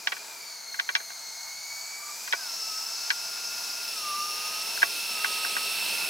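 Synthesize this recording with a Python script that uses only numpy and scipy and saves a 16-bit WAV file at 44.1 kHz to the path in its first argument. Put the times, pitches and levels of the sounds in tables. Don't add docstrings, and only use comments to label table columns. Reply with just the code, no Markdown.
import sys
import numpy as np
from scipy import signal
from scipy.fft import rfft, irfft
from scipy.io import wavfile

SR = 44100
rng = np.random.default_rng(int(sys.argv[2]) if len(sys.argv) > 2 else 0)


def wav_out(sig):
    wavfile.write(sys.argv[1], SR, np.round(np.clip(np.atleast_2d(sig).T, -1, 1) * 32767).astype(np.int16))


N = 268569
TIME_S = np.arange(N) / SR
FREQS_HZ = np.maximum(np.arange(N // 2 + 1) * SR / N, 1)
LEFT_RIGHT = np.array([[.5], [-.5]])

BLADES, POLES = 5, 12
SWITCHING_HZ, HOOT_HZ = 7721, 1180
CRUISE_TURNS_PER_S = 530
START_M, TAXI_M_PER_S = 12, 1.0
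BEAM_DB, BEAM_WIDTH_DEG = -48.5, 4.3
PAN_START_DB, PAN_DB_PER_S = 0.5, -0.39
SLIP_S = 0.0045
CALM_DB = -81
WIND_FILTER_HZ, CUTOFF_HZ = 45, 15800

# time_s, turns_per_s
SHAFT_SPEED = [(0, 483), (.29, 483), (.42, 464), (.58, 438), (.78, 426), (1.35, 431), (2.08, 462),
               (2.42, 515), (2.5, 530), (2.74, 537), (3.08, 526.5), (3.86, 525.6), (4.03, 542),
               (4.13, 544.7), (4.27, 542.5), (4.57, 539), (4.8, 528), (4.97, 526.4), (5.18, 538),
               (5.63, 536.6), (5.95, 528.5), (6.09, 524)]
# time_s, heading_deg
NOSE_HEADING = [(0, -28.5), (1.72, 0.5), (2.3, 8), (3, 6), (6.09, 42)]
PART_LEVELS = {"rumble": (-66, 13.5, 7, 13.5), "rush": (-49.5, 6, 6, 1), "exhaust": (-51.5, 25, 11.5, 9),
               "intake": (-39, 24, 4, -10), "hiss": (-51, 5, 13, -2.7), "blade": (-58.5, 8.5, 17, 11.5),
               "octave": (-40, 6, 0, -2), "third": (-50.5, -2, 11.5, -6.5), "upper": (-54.5, 6, 11.5, 2),
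               "beat": (-35, -6, 5.5, -1)}
# pitch_hz, gain_db
DUCT_RESPONSE = [(2130, 0), (2300, 4), (2350, 1.5), (2420, 0), (2470, 0), (2570, -9), (2622, -2.5),
                 (2720, -2.5), (4250, -4.5), (4500, -3), (4640, -8.5), (4830, -14), (5150, -0.5),
                 (5330, 1.5), (6400, 3), (6900, 1), (7300, 0), (7900, -9), (8000, -7), (8060, -1.5),
                 (8170, -39)]
# multiple, relative_level_db, width_hz
UPPER_HARMONICS = [(4, -1.5, 570), (5, -7.5, 500)]
# centre_s, level_db, width_s
OCTAVE_SWELL_ROWS = [(.72, -43.5, 0.039)]
# time_s, relative_level_db
WHISTLE_FADES = [(0.0, -65), (0.29, -58), (0.64, -78), (0.77, -78), (0.79, -67), (1.05, -78), (1.19, -62),
                 (1.43, -59), (1.61, -70), (1.84, -56), (2.14, -54), (2.45, -60), (2.88, -53), (4.6, -62)]
# time_s, level_db
SUM_TONE_FADES = [(0, -76), (1.3, -64), (2.8, -78), (4.2, -48), (6.09, -57)]
# pitch_hz, gain_db
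FUSELAGE_RESPONSE = [(1185, 0), (1202, -2), (1220, -11.5), (1272, -11.5), (1335, -22), (1400, -17.5),
                     (1455, -19), (1535, -9), (1640, -24), (1900, -53)]
# centre_s, level_db, width_s
HOOT_SWELL_ROWS = [(2.07, -49.5, 0.085)]
# pitch_hz, relative_density_db_per_hz
RUMBLE_SPECTRUM = [(20, -48), (60, -25), (130, -15), (190, 1), (290, -2.5), (440, 6.5), (500, 2), (600, 4),
                   (900, -29)]
RUSH_SPECTRUM = [(300, -40), (520, -33), (660, 1.5), (750, -3.5), (920, 3), (1060, -4), (1270, -1),
                 (1400, -1), (1560, -0.5), (1900, -7.5), (2200, -3), (2600, -16.5), (4000, -17)]
EXHAUST_SPECTRUM = [(300, -64), (1000, -26), (2000, -8), (2450, 2.5), (3200, 1.5), (3800, 4), (4400, 6.5),
                    (4900, -2), (5800, -25), (7300, -11), (8200, -4.5), (9500, -4), (10800, -9.5),
                    (12000, -24)]
INTAKE_SPECTRUM = [(3000, -40.5), (3700, -12.5), (4200, -2), (4800, 2.5), (5400, 0), (6000, 2.5),
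                   (6600, -1), (7000, -3), (7400, -24.5), (9000, -40), (12000, -46)]
HISS_SPECTRUM = [(2000, -39), (5000, 0), (7000, -2), (7900, -1), (8800, 1), (10000, 0), (10800, -4),
                 (11800, 0), (12500, 2), (13500, 1.5), (14600, 3), (15700, -6), (16000, -4)]
# pitch_hz, likeness (0 to 1)
EAR_LIKENESS = [(30, .88), (70, 0.43), (130, 0.99), (280, 1), (650, 0.77), (1500, 0.7), (2100, 0.92),
                (3200, 0.72), (4500, 1), (5400, 0.94), (6300, 0.88), (7200, 0.78), (8000, 0.98), (9200, 1),
                (10800, 0.57), (12500, 0.77), (14000, 1)]
# pitch_hz, left_minus_right_db
PORT_DIFFERENCE = [(200, 0.5), (1300, 1), (2500, -2), (3400, 1), (4500, 1), (6000, 3), (8000, -1.5),
                   (11000, 0.7), (14000, 1.5)]
# start_s, relative_peak_db, front_pitch_hz, relative_rattle_db
HOUSING_TICKS = [(0.0719, -16.5, 6500, -5.5), (0.1199, -29, 3340, 2), (0.166, -42, 3000, 2),
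                 (0.743, -31.5, 2820, -7.5), (.791, -23, 2040, -13), (0.7971, -17, 6170, -10.5),
                 (0.89, -18, 2970, -11), (0.9514, -14, 6850, -7.5), (.960, -27.5, 3660, -3),
                 (1.002, -38.5, 2000, -0.5), (1.102, -41.5, 2220, -1), (2.276, -35.5, 2800, 0),
                 (2.3254, -18, 5500, -7.5), (2.3319, -19, 2200, -4), (3.103, -15.5, 7150, -6.5),
                 (3.11, -21, 2600, -10), (4.775, -27.5, 2000, -15), (4.819, -21, 2620, -7),
                 (4.829, -8, 2200, -13), (5.245, -20, 2420, -4), (5.448, -26, 1780, -5),
                 (5.566, -22, 1880, -9)]
# pitch_hz, relative_level_db, t60_s
HOUSING_MODES = [(678, -13.5, 0.12), (932, -5, 0.023), (1125, -5, 0.056), (1483, 3.5, 0.019),
                 (1690, -4.5, 0.027), (1820, -14.5, 0.0065), (1937, 5, 0.01), (2332, 1, 0.063),
                 (2650, 0, 0.014), (3320, -0.5, 0.026), (4020, -30, 0.029), (3980, 6, 0.0028),
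                 (5680, 3, 0.0051)]
# start_s, force_db
HOUSING_BUMPS = [(0.124, -38.5), (0.801, -48), (.9, -42), (1.004, -47), (2.3365, -31.5), (4.831, -31.5),
                 (5.304, -36)]
# pitch_hz, relative_density_db_per_hz
BREEZE_COLOUR = [(20, -22), (45, -6), (70, -4), (105, -3), (160, -6.5), (400, -25)]
# centre_s, level_db, width_s
BREEZE_GUSTS = [(1.2, -75, 0.16), (1.7, -76, 0.35), (3.5, -78, 0.49)]


def fan(angle_rad, turns_per_s, heading_deg, gain):
    blade_rad, blade_hz = BLADES * angle_rad, BLADES * turns_per_s

    beam = from_db(BEAM_DB) * np.exp(-(heading_deg / BEAM_WIDTH_DEG) ** 2)
    fundamental = gain["blade"] * passed(DUCT_RESPONSE, blade_hz)
    clean_first = tone(blade_rad, flutter_db=2.5, wobble_rad=0.63, ear_shift_rad=0.27)
    out = (from_db(-1.5) * fundamental + beam) * clean_first
    out = out + fundamental * skirt(blade_rad, width_hz=123, spread=0.25)

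    octave = gain["octave"] * passed(DUCT_RESPONSE, 2 * blade_hz)
    clean_octave = tone(2 * blade_rad, flutter_db=3.0, wobble_rad=0.43, ear_shift_rad=.15)
    out = out + (from_db(-4.5) * octave + swells(OCTAVE_SWELL_ROWS)) * clean_octave
    out = out + octave * skirt(2 * blade_rad, width_hz=204, spread=0.11)

    third = gain["third"] * passed(DUCT_RESPONSE, 3 * blade_hz)
    out = out + third * skirt(3 * blade_rad, width_hz=340, spread=0.23)
    for multiple, level_db, width_hz in UPPER_HARMONICS:
        smeared = skirt(multiple * blade_rad, width_hz, spread=0.34)
        out = out + gain["upper"] * from_db(level_db) * smeared
    return out


def drive(angle_rad, turns_per_s, gain):
    switching_rad = 2 * np.pi * SWITCHING_HZ * TIME_S
    whistle = tone(switching_rad, flutter_db=1.0, wobble_rad=0.3, ear_shift_rad=0.95)
    whistle = from_db(5.0 + in_time(WHISTLE_FADES)[0]) * whistle

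    difference_hz = SWITCHING_HZ - POLES * turns_per_s
    difference_rad = switching_rad - POLES * angle_rad
    difference = tone(difference_rad, flutter_db=1.17, wobble_rad=0.4, ear_shift_rad=0.087)
    difference = gain["beat"] * passed(FUSELAGE_RESPONSE, difference_hz) * difference

    sum_rad = switching_rad + BLADES * angle_rad
    sum_tone = tone(sum_rad, flutter_db=3.0, wobble_rad=1.5, ear_shift_rad=0.49)
    sum_tone = from_db(in_time(SUM_TONE_FADES)[0]) * sum_tone

    hoot = tone(2 * np.pi * HOOT_HZ * TIME_S, flutter_db=6.0, wobble_rad=.6, ear_shift_rad=.3)
    return whistle + difference + sum_tone + swells(HOOT_SWELL_ROWS) * hoot


def airflow(gain):
    spectra = {"rumble": RUMBLE_SPECTRUM, "rush": RUSH_SPECTRUM, "exhaust": EXHAUST_SPECTRUM,
               "intake": INTAKE_SPECTRUM, "hiss": HISS_SPECTRUM}
    out = 0
    for part, spectrum in spectra.items():
        waver = from_db(0.96 * drift(3.2))
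        out = out + gain[part] * waver * air_noise(spectrum)
    return out


def loudness(turns_per_s, heading_deg):
    speed_doublings = np.log2(turns_per_s / CRUISE_TURNS_PER_S)
    distance_halvings = np.log2(START_M / (START_M - TAXI_M_PER_S * TIME_S))
    side_on = np.abs(np.sin(np.radians(heading_deg)))
    return {part: from_db(db + speed_db * speed_doublings + near_db * distance_halvings + side_db * side_on)
            for part, (db, speed_db, near_db, side_db) in PART_LEVELS.items()}


def place(jet):
    pan_db = PAN_START_DB + PAN_DB_PER_S * TIME_S
    panned = jet * from_db(pan_db * LEFT_RIGHT)
    return irfft(rfft(panned) * from_db(over_hz(PORT_DIFFERENCE) * LEFT_RIGHT), N)


def ticks(settle_hz=1560, sweep_s=0.000636, rattle_s=0.0036, ear_shift_rad=1.91, size=5000):
    out, t = np.zeros((2, N + size)), np.arange(size) / SR
    for start_s, peak_db, front_hz, rattle_db in HOUSING_TICKS:
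        pitch_hz = settle_hz + (front_hz - settle_hz) * np.exp(-t / sweep_s)
        phase_rad = 2 * np.pi * np.cumsum(pitch_hz) / SR
        envelope = (1 - np.exp(-t / 0.00024)) * np.exp(-(t / SLIP_S) ** 4)
        wave = envelope * np.sin(phase_rad + ear_shift_rad * LEFT_RIGHT)

        reflections = rng.standard_normal((2, size)) * np.exp(-t / (2 * rattle_s))
        rattle = 0
        for k, (hz, mode_db, t60_s) in enumerate(HOUSING_MODES):
            reach = 1 / (1 + (hz / (1.1 * front_hz)) ** 4)
            mode = rms_one(ring(reflections, hz, t60_s))
            rattle = rattle + from_db(mode_db) * reach * mode * (-1) ** k
        rattle = from_db(rattle_db + 7.5) * rattle / np.abs(rattle).max()

        at = round(start_s * SR)
        out[:, at:at + size] += from_db(peak_db + 2) * (wave + rattle)
    return out[:, :N]


def bumps():
    force = np.full(N, 1e-18)
    for start_s, force_db in HOUSING_BUMPS:
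        force[round(start_s * SR)] = from_db(force_db)
    low, middle = ring(force, hz=332, t60_s=0.027), ring(force, hz=408, t60_s=0.024)
    return .5 * low - middle + 1.05 * ring(force, hz=573, t60_s=0.026)


def housing():
    highpass = signal.butter(2, 260, "high", fs=SR, output="sos")
    return signal.sosfilt(highpass, ticks() + bumps())


def breeze():
    strength = from_db(CALM_DB) + swells(BREEZE_GUSTS)
    return strength * from_db(3 * drift(8.7)) * air_noise(BREEZE_COLOUR)


def tone(phase_rad, flutter_db, wobble_rad, ear_shift_rad):
    wandering_rad = phase_rad + wobble_rad * drift(11.5)
    flutter = from_db(flutter_db * drift(32))
    return rms_one(flutter * np.sin(wandering_rad + ear_shift_rad * LEFT_RIGHT))


def skirt(phase_rad, width_hz, spread):
    mid, side = [drift(width_hz) * np.cos(phase_rad) + drift(width_hz) * np.sin(phase_rad)
                 for _ in range(2)]
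    return rms_one(mid + spread * side * np.array([[1], [-1]]))


def air_noise(spectrum):
    mid, side = rfft(rng.standard_normal((2, N))) * from_db(over_hz(spectrum))
    alike = np.clip(over_hz(EAR_LIKENESS), 0, 1)
    both_ears = np.sqrt(1 + alike) * mid + np.sqrt(1 - alike) * side * [[1], [-1]]
    return rms_one(irfft(both_ears, N))


def ring(force, hz, t60_s):
    radius, step_rad = from_db(-60 / (t60_s * SR)), 2 * np.pi * hz / SR
    feedback = [1, -2 * radius * np.cos(step_rad), radius * radius]
    return signal.lfilter([0, np.sin(step_rad)], feedback, force)


def drift(rate_hz):
    return rms_one(irfft(rfft(rng.standard_normal(N)) / (1 + (FREQS_HZ / rate_hz) ** 2), N))


def swells(rows):
    return sum(from_db(db) * np.exp(-((TIME_S - s) / width_s) ** 2) for s, db, width_s in rows)


def passed(response, hz):
    return from_db(np.interp(hz, *np.transpose(response)))


def in_time(rows):
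    s, *columns = np.transpose(rows)
    return [np.interp(TIME_S, s, column) for column in columns]


def over_hz(points):
    hz, value = np.transpose(points)
    return np.interp(np.log(FREQS_HZ), np.log(hz), value)


def from_db(db):
    return 10 ** (np.asarray(db) / 20)


def rms_one(x):
    return x / np.sqrt(np.mean(np.abs(x) ** 2) + 1e-20)


def scene():
    turns_per_s, = in_time(SHAFT_SPEED)
    heading_deg, = in_time(NOSE_HEADING)
    angle_rad = 2 * np.pi * np.cumsum(turns_per_s) / SR
    gain = loudness(turns_per_s, heading_deg)
    jet = fan(angle_rad, turns_per_s, heading_deg, gain)
    jet = jet + drive(angle_rad, turns_per_s, gain) + airflow(gain)
    return place(jet) + housing() + breeze()


def record(dry):
    highpass = signal.butter(2, WIND_FILTER_HZ, "high", fs=SR, output="sos")
    lowpass = signal.ellip(12, .1, 80, CUTOFF_HZ, fs=SR, output="sos")
    return signal.sosfilt(lowpass, signal.sosfilt(highpass, dry))


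dry = scene()
out = record(dry)
wav_out(out)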